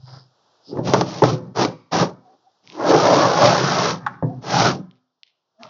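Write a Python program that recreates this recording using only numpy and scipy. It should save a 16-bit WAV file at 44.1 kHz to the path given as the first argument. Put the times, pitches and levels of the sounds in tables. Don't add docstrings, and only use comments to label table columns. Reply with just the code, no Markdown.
import sys
import numpy as np
from scipy import signal
from scipy.fft import rfft, irfft, next_fast_len
from scipy.io import wavfile
from scipy.ndimage import uniform_filter1d, map_coordinates

SR = 44100
rng = np.random.default_rng(int(sys.argv[2]) if len(sys.argv) > 2 else 0)


def waveform_to_disk(signal):
    frames = np.transpose(np.atleast_2d(signal))
    scaled = np.clip(frames, -1, 1) * 32767
    samples = np.round(scaled).astype(np.int16)
    wavfile.write(sys.argv[1], SR, samples)


N = 251120

# time_s, level_db
BACKGROUND_LEVEL = [(0, -66), (0.6, -63), (1.85, -71), (2.6, -69), (4.8, -73), (5.1, -81), (5.45, -80),
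                    (5.69, -73)]
# start_s, rise_s, let_go_s, scrape_db, crackle_db, drum_db, tilt_db_per_octave
TUGS = [ (0.04, 0.043, 0.18, -50.5, -83, -56.5, 6), (0.663, 0.11, 0.8, -23.5, -59, -25, -12.5),
        (0.82, 0.057, 1.01, -24, -35, -21.5, -3.5), (1.03, 0.04, 1.343, -34.5, -40.5, -36, -1),
        (1.21, 0.04, 1.294, -24.5, -33.5, -24.5, -1), (1.35, 0.047, 1.485, -47, -72, -35.5, -7.5),
        (1.54, 0.055, 1.632, -16.5, -27, -22.5, 1), (1.909, 0.027, 2.018, -18, -27, -21, 1.5),
        (2.21, 0.05, 2.34, -59, -75.5, -69, -2.5), (3.98, 0.05, 4.14, -46, -67, -39, 8.5),
        (4.22, 0.04, 4.4, -53, -70, -35, -1.5), (4.405, 0.17, 4.6866, -16.5, -23.5, -19.5, 5),
        (4.721, 0.03, 4.785, -38.5, -69, -37.5, -14), (5.58, 0.06, 5.65, -44.5, -55, -52, 7), ]
# start_s, level_db
TICKS = [(0.091, -40.5), (2.675, -25.5), (2.7003, -25), (2.7224, -29), (4.4273, -38), (4.912, -38.5),
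         (5.233, -25), (5.6334, -19.5)]
# centre_s, half_length_s, pitch_hz, level_db
RUBS = [(0.119, 0.11, 129, -40.5), (2.288, 0.057, 752, -49.5), (2.47, 0.029, 753, -56.5),
        (4.316, 0.057, 720, -40), (4.807, 0.073, 189, -32.5), (5.619, 0.02, 221, -44),
        (5.633, 0.039, 644, -42.5)]
# centre_s, half_length_s, level_db
SWISHES = [(0.137, 0.088, -50), (0.693, 0.042, -48)]
# start_s, level_db, relative_crack_db
SNAPS = [(0.772, -23.5, -30), (0.873, -17.5, -2), (0.9361, -3.5, 0.5), (0.944, -4, -21),
         (0.963, -11, -30.5), (1.011, -6.5, -0.5), (1.237, -1, -10.5), (1.572, -15, -8), (1.649, -10, 4.5),
         (2.026, -9, -19), (3.111, -9, -16.5), (4.439, -29, -5), (4.657, -7.5, -10)]
# start_s, level_db, relative_slap_db, relative_ring_db
THUDS = [(0.785, -19, -6, 1), (1.22, -3.5, 0.5, -4.5), (1.311, -11, -19.5, -1.5), (2.887, -15, -2, -14.5),
         (2.945, -14, -5, -2), (4.225, -10, -7, -0.5), (4.678, -14.5, -15.5, -7.5)]
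# time_s, scrape_db, crackle_db
HAUL = [(2.62, -66, -69), (2.694, -58, -55.5), (2.802, -24, -48.5), (2.9, -13.5, -27.5),
        (2.946, -9.5, -31.5), (3.0, -16.5, -28.5), (3.126, -10.5, -27.5), (3.144, -14, -25.5),
        (3.352, -18, -30), (3.468, -12, -22), (3.582, -22, -28.5), (3.852, -19.5, -27.5),
        (3.91, -22.5, -27.5)]
# start_s, level_db
CLACKS = [(4.064, -11)]

# pitch_hz, level_db, t60_s
PAN_MODES = [(122.3, -1, 0.28), (155, 7, 0.19), (253.6, -10, 0.5), (287, -6.5, 0.29), (368, -14, 0.28),
             (371, -3, 0.18), (509, -11, 0.3), (667, -18, 0.086)]
FITTING_MODES = [(835, 0, 0.064), (1109, 6.5, 0.089), (1170, -10, 0.03), (1340, -4, 0.057),
                 (1450, -22, 0.096), (1640, 0, 0.072), (1870, -6.5, 0.039), (1870, -19.5, 0.12),
                 (2650, -55, 0.091), (4760, -72, 0.28)]
# frequency_hz, t60_s
CAB_DECAY = [(130, 0.14), (500, 0.49), (2000, 0.58), (7000, 0.39)]

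# frequency_hz, gain_db
BACKGROUND_SPECTRUM = [(50, -33.5), (110, -1), (220, -5), (750, 3), (1400, -3.5), (2200, -23), (3300, -8.5),
                       (5500, -7.5), (7400, -26.5)]
FIBRE_SPECTRUM = [(1120, -16), (1900, -2), (2310, -1), (5730, 4), (6000, 1), (6800, -10), (7080, -17),
                  (7410, -42), (9630, -66.5), (16300, -120)]
BACKING_SPECTRUM = [(140, -46.5), (230, -14.5), (313, 1.5), (387, -4), (430, -0.5), (492, -4), (580, -0.5),
                    (645, -4), (760, -3), (828, -3.5), (886, -5.5), (1340, -11), (2300, -32.5), (2990, -52),
                    (5060, -120)]
DRUM_SPECTRUM = [(24, -71.5), (40, -37), (75, -33), (109, -10), (129, 4), (145, 0), (190, -0.5),
                 (219, -11.5), (250, -3), (320, -21.5), (550, -120)]
GRIT_SPECTRUM = [(900, -41.5), (1500, -14), (2100, 3), (3500, 6.5), (5500, -2), (7400, -29)]
SWISH_SPECTRUM = [(2000, -39), (3200, -14), (4100, -6), (4500, -4), (5050, 4.5), (5800, -12), (7400, -36)]
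SLAP_SPECTRUM = [(53, -47), (90, -22), (442, 4), (651, -3.5), (755, -14), (886, -1), (1400, -28.5),
                 (1680, -18.5), (2200, -42), (2860, -70), (4840, -120)]
RATTLE_SPECTRUM = [(450, -34.5), (800, 0), (1400, 1.5), (1800, -6.5), (2200, -18), (3000, -24), (6000, -40)]

SWELL_POWER = 1.72
PAN_LAG_S, PAN_RING_DB = 0.006, -8.5
SCRAPE_FALL_DB_PER_S, CRACKLE_FALL_DB_PER_S, DRUM_FALL_DB_PER_S = 252.5, 342, 185
SLACKEN_DB_PER_OCTAVE_S, TIGHTEN_DB_PER_OCTAVE_S = 45.5, 6.65
HAUL_TILT_DB_PER_OCTAVE, HAUL_DRUM_DB = -2.1, -25.5
HOLLOW_HZ, HOLLOW_OCTAVES, HOLLOW_FROM_DB, HOLLOW_DB_PER_DB = 550, 0.17, -16, 2
TOP_HZ = 7450


def amp(db):
    return 10 ** (np.asarray(db) / 20)


def unit(x):
    return x / np.sqrt(np.mean(x ** 2) + 1e-20)


def along(points, hz):
    f, v = np.transpose(points)
    return np.interp(np.log(hz + 1), np.log(f + 1), v)


def curves(rows):
    s, *cols = np.transpose(rows)
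    order = np.argsort(s, kind="stable")
    return [np.interp(np.arange(N) / SR, s[order], c[order]) for c in cols]


def wobble(rate):
    return map_coordinates(rng.standard_normal(N // 20), [np.arange(N) * rate / SR], mode="wrap")


def colour(x, spectrum):
    size = 2 * next_fast_len(len(x) // 2 + 4096)
    gain = np.maximum(amp(along(spectrum, np.fft.rfftfreq(size, 1 / SR))), 1e-6)
    cepstrum = irfft(np.log(gain), size)
    cepstrum[1:size // 2] *= 2
    cepstrum[size // 2 + 1:] = 0
    return irfft(rfft(x, size) * np.exp(rfft(cepstrum)), size)[:len(x)]


def grains(rate, spread_db):
    size = amp(spread_db * np.minimum(rng.exponential(size=N), 4))
    return unit((rng.random(N) < rate / SR) * size * rng.choice([-1, 1], N))


def fade(t60):
    return amp(-60 * np.arange(SR // 2) / SR / max(t60, 1e-3))


def click(spectrum):
    x = colour(signal.unit_impulse(SR // 2), spectrum)
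    return x / np.abs(x).max()


def burst(spectrum, t60):
    x = colour(rng.standard_normal(SR // 2) * fade(t60), spectrum)
    return x / np.abs(x).max()


def ring(modes, attack_s, scatter_db):
    t = np.arange(SR // 2) / SR
    x = np.zeros(len(t))
    for hz, db, t60 in modes:
        strength = amp(db + scatter_db * rng.normal())
        x += strength * fade(t60) * np.sin(2 * np.pi * (hz * t + rng.random()))
    x *= 1 - np.exp(-t / attack_s)
    return x / np.abs(x).max()


def add(track, s, sound):
    start = max(round(s * SR), 0)
    track[start:start + len(sound)] += sound[:N - start]


def background_hiss():
    strength = amp(curves(BACKGROUND_LEVEL)[0] + wobble(4.0))
    return strength * unit(colour(rng.standard_normal(N), BACKGROUND_SPECTRUM))


def swell(start, rise):
    progress = np.clip((np.arange(N) / SR - start) / max(rise, 1e-3), 1e-5, 1)
    return 20 * SWELL_POWER * np.log10(progress)


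def release(let_go):
    after = np.maximum(np.arange(N) / SR - let_go, 0)
    pan_after = np.maximum(after - PAN_LAG_S, 0)
    return np.array([-SCRAPE_FALL_DB_PER_S * after, -CRACKLE_FALL_DB_PER_S * after,
                     -DRUM_FALL_DB_PER_S * pan_after, -SLACKEN_DB_PER_OCTAVE_S * after])


def tug(start, rise, let_go, scrape_db, crackle_db, drum_db, tilt):
    sheet_db, pan_db = swell(start, rise), swell(start + PAN_LAG_S, rise)
    held = [scrape_db + sheet_db, crackle_db + sheet_db, drum_db + pan_db, np.full(N, tilt)]
    return release(let_go) + held


def pulling():
    power, weighted_tilt = np.full((3, N), 1e-14), np.zeros(N)
    for pull in [haul()] + [tug(*row) for row in TUGS]:
        share = amp(np.maximum(pull[:3], -200)) ** 2
        power += share
        weighted_tilt += share[0] * pull[3]
    scrape_db, crackle_db, drum_db = 10 * np.log10(power)
    return scrape_db, crackle_db, drum_db, np.clip(weighted_tilt / power[0], -15, 15)


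def tearing():
    scrape_db, crackle_db, drum_db, tilt = pulling()
    jerks = np.tanh(wobble(70))
    slips = grains(rate=3600, spread_db=2.5)
    crackle = fibres(slips, crackle_db + 0.86 * jerks)
    drum = drumming(drum_db + 0.9 * jerks)
    scrape = backing(slips, scrape_db, tilt) * amp(scrape_db + 1.7 * jerks)
    return crackle + drum + scrape


def fibres(slips, crackle_db):
    breaks = unit(0.15 * slips + grains(rate=7000, spread_db=1.0))
    return unit(colour(breaks, FIBRE_SPECTRUM)) * amp(crackle_db + 1.7 * wobble(220))


def backing(slips, scrape_db, tilt):
    hz, t, spectra = signal.stft(colour(slips, BACKING_SPECTRUM), SR, nperseg=1024)
    now = np.minimum(np.round(t * SR).astype(int), N - 1)
    folds = uniform_filter1d(rng.standard_normal(spectra.shape), size=3, axis=0)
    folds = unit(uniform_filter1d(folds, size=8, axis=1))
    octaves = np.log2(np.clip(hz, 250, 2000) / 700)[:, None]
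    detune = np.log2((hz[:, None] + 1) / HOLLOW_HZ)
    hollow_peak_db = HOLLOW_DB_PER_DB * np.maximum(scrape_db[now] - HOLLOW_FROM_DB, 0)
    hollow_db = hollow_peak_db / (1 + (detune / HOLLOW_OCTAVES) ** 2)
    gain = amp(octaves * tilt[now] + hollow_db + 2.76 * folds)
    power = amp(along(BACKING_SPECTRUM, hz))[:, None] ** 2
    gain /= np.sqrt((power * gain ** 2).sum(0) / power.sum())
    return unit(signal.istft(spectra * gain, SR, nperseg=1024)[1][:N])


def drumming(drum_db):
    patter, strength = grains(rate=1100, spread_db=2.0), amp(drum_db)
    modes = ring(PAN_MODES, attack_s=0.0037, scatter_db=1.5)
    ringing = signal.fftconvolve(patter * strength, modes / np.linalg.norm(modes))[:N]
    return unit(colour(patter, DRUM_SPECTRUM)) * strength + amp(PAN_RING_DB) * ringing


def grit():
    out = np.zeros(N)
    for s, db in TICKS:
        add(out, s, amp(db) * (0.76 * click(GRIT_SPECTRUM) + 0.27 * burst(GRIT_SPECTRUM, t60=0.0095)))
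    return out


def cab(x):
    hz, t, spectra = signal.stft(rng.standard_normal(SR // 2), SR, nperseg=256)
    decay = amp(-60 * t / along(CAB_DECAY, hz)[:, None])
    tail = signal.istft(spectra * decay, SR, nperseg=256)[1]
    return signal.fftconvolve(x, tail / np.linalg.norm(tail))[:N]


def rubs():
    t, out = np.arange(N) / SR, np.zeros(N)
    wavering_time = np.cumsum(1 + .035 * wobble(70)) / SR
    flutter = amp(3.7 * wobble(76))
    for s, half, hz, db in RUBS:
        out += amp(db) * np.exp(-((t - s) / half) ** 2) * np.sin(2 * np.pi * hz * wavering_time)
    return flutter * out


def crumbs(relative_db=-35, delay_s=0.045, spread_s=0.025):
    t = np.arange(N) / SR
    trickle = sum(amp(db + relative_db) * np.exp(-((t - s - delay_s) / spread_s) ** 2) for s, db in TICKS)
    return trickle * unit(colour(grains(rate=500, spread_db=3.5), GRIT_SPECTRUM))


def swishes():
    t = np.arange(N) / SR
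    stroke = sum(amp(db) * np.exp(-((t - s) / half) ** 2) for s, half, db in SWISHES)
    return stroke * unit(colour(grains(rate=4300, spread_db=3.5), SWISH_SPECTRUM))


def snaps():
    out, flap, crack = np.zeros(N), click(BACKING_SPECTRUM), click(FIBRE_SPECTRUM)
    for s, db, crack_db in SNAPS:
        add(out, s, amp(db) * (.7 * flap + 1.01 * burst(BACKING_SPECTRUM, t60=0.055)))
        add(out, s, amp(db + crack_db) * (.5 * crack + .5 * burst(FIBRE_SPECTRUM, t60=0.03)))
    return out


def thuds():
    out = np.zeros(N)
    for s, db, slap_db, ring_db in THUDS:
        slap = 0.74 * click(SLAP_SPECTRUM) + 1.6 * burst(SLAP_SPECTRUM, t60=0.11)
        add(out, s, amp(db + slap_db) * slap)
        add(out, s, amp(db + ring_db + 0.5) * ring(PAN_MODES, attack_s=0.01, scatter_db=2.0))
    return out


def haul():
    start, let_go = HAUL[0][0], HAUL[-1][0]
    scrape_db, crackle_db = curves(HAUL) + swell(start, rise=0.018)
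    drum_db = HAUL_DRUM_DB + crackle_db - np.median(np.array(HAUL)[:, 2])
    tilt = HAUL_TILT_DB_PER_OCTAVE + TIGHTEN_DB_PER_OCTAVE_S * (np.arange(N) / SR - start)
    return release(let_go) + [scrape_db + 0.5, crackle_db + 0.25, drum_db, tilt]


def fitting():
    out = np.zeros(N)
    for s, db in CLACKS:
        add(out, s, amp(db - 1.5) * ring(FITTING_MODES, attack_s=0.001, scatter_db=3.5))
        add(out, s, amp(db + 1.5) * burst(RATTLE_SPECTRUM, t60=0.06))
        add(out, s, amp(db - 15.0) * burst(GRIT_SPECTRUM, t60=0.031))
    return out


def scene():
    impacts = snaps() + thuds() + grit() + fitting() + crumbs()
    hiss = background_hiss()
    return (tearing() + impacts + amp(-16.5) * cab(impacts) + rubs() + swishes() + hiss)[None]


def record(dry):
    rounded = dry / (1 + np.abs(dry / 0.88) ** 6) ** (1 / 6)
    highpassed = signal.sosfilt(signal.butter(2, 45, "highpass", fs=SR, output="sos"), rounded)
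    size = next_fast_len(N + SR // 2)
    hz = np.fft.rfftfreq(size, 1 / SR)
    return irfft(rfft(highpassed, size) / np.sqrt(1 + (hz / TOP_HZ) ** 120), size)[..., :N]


dry = scene()
out = record(dry)
waveform_to_disk(out)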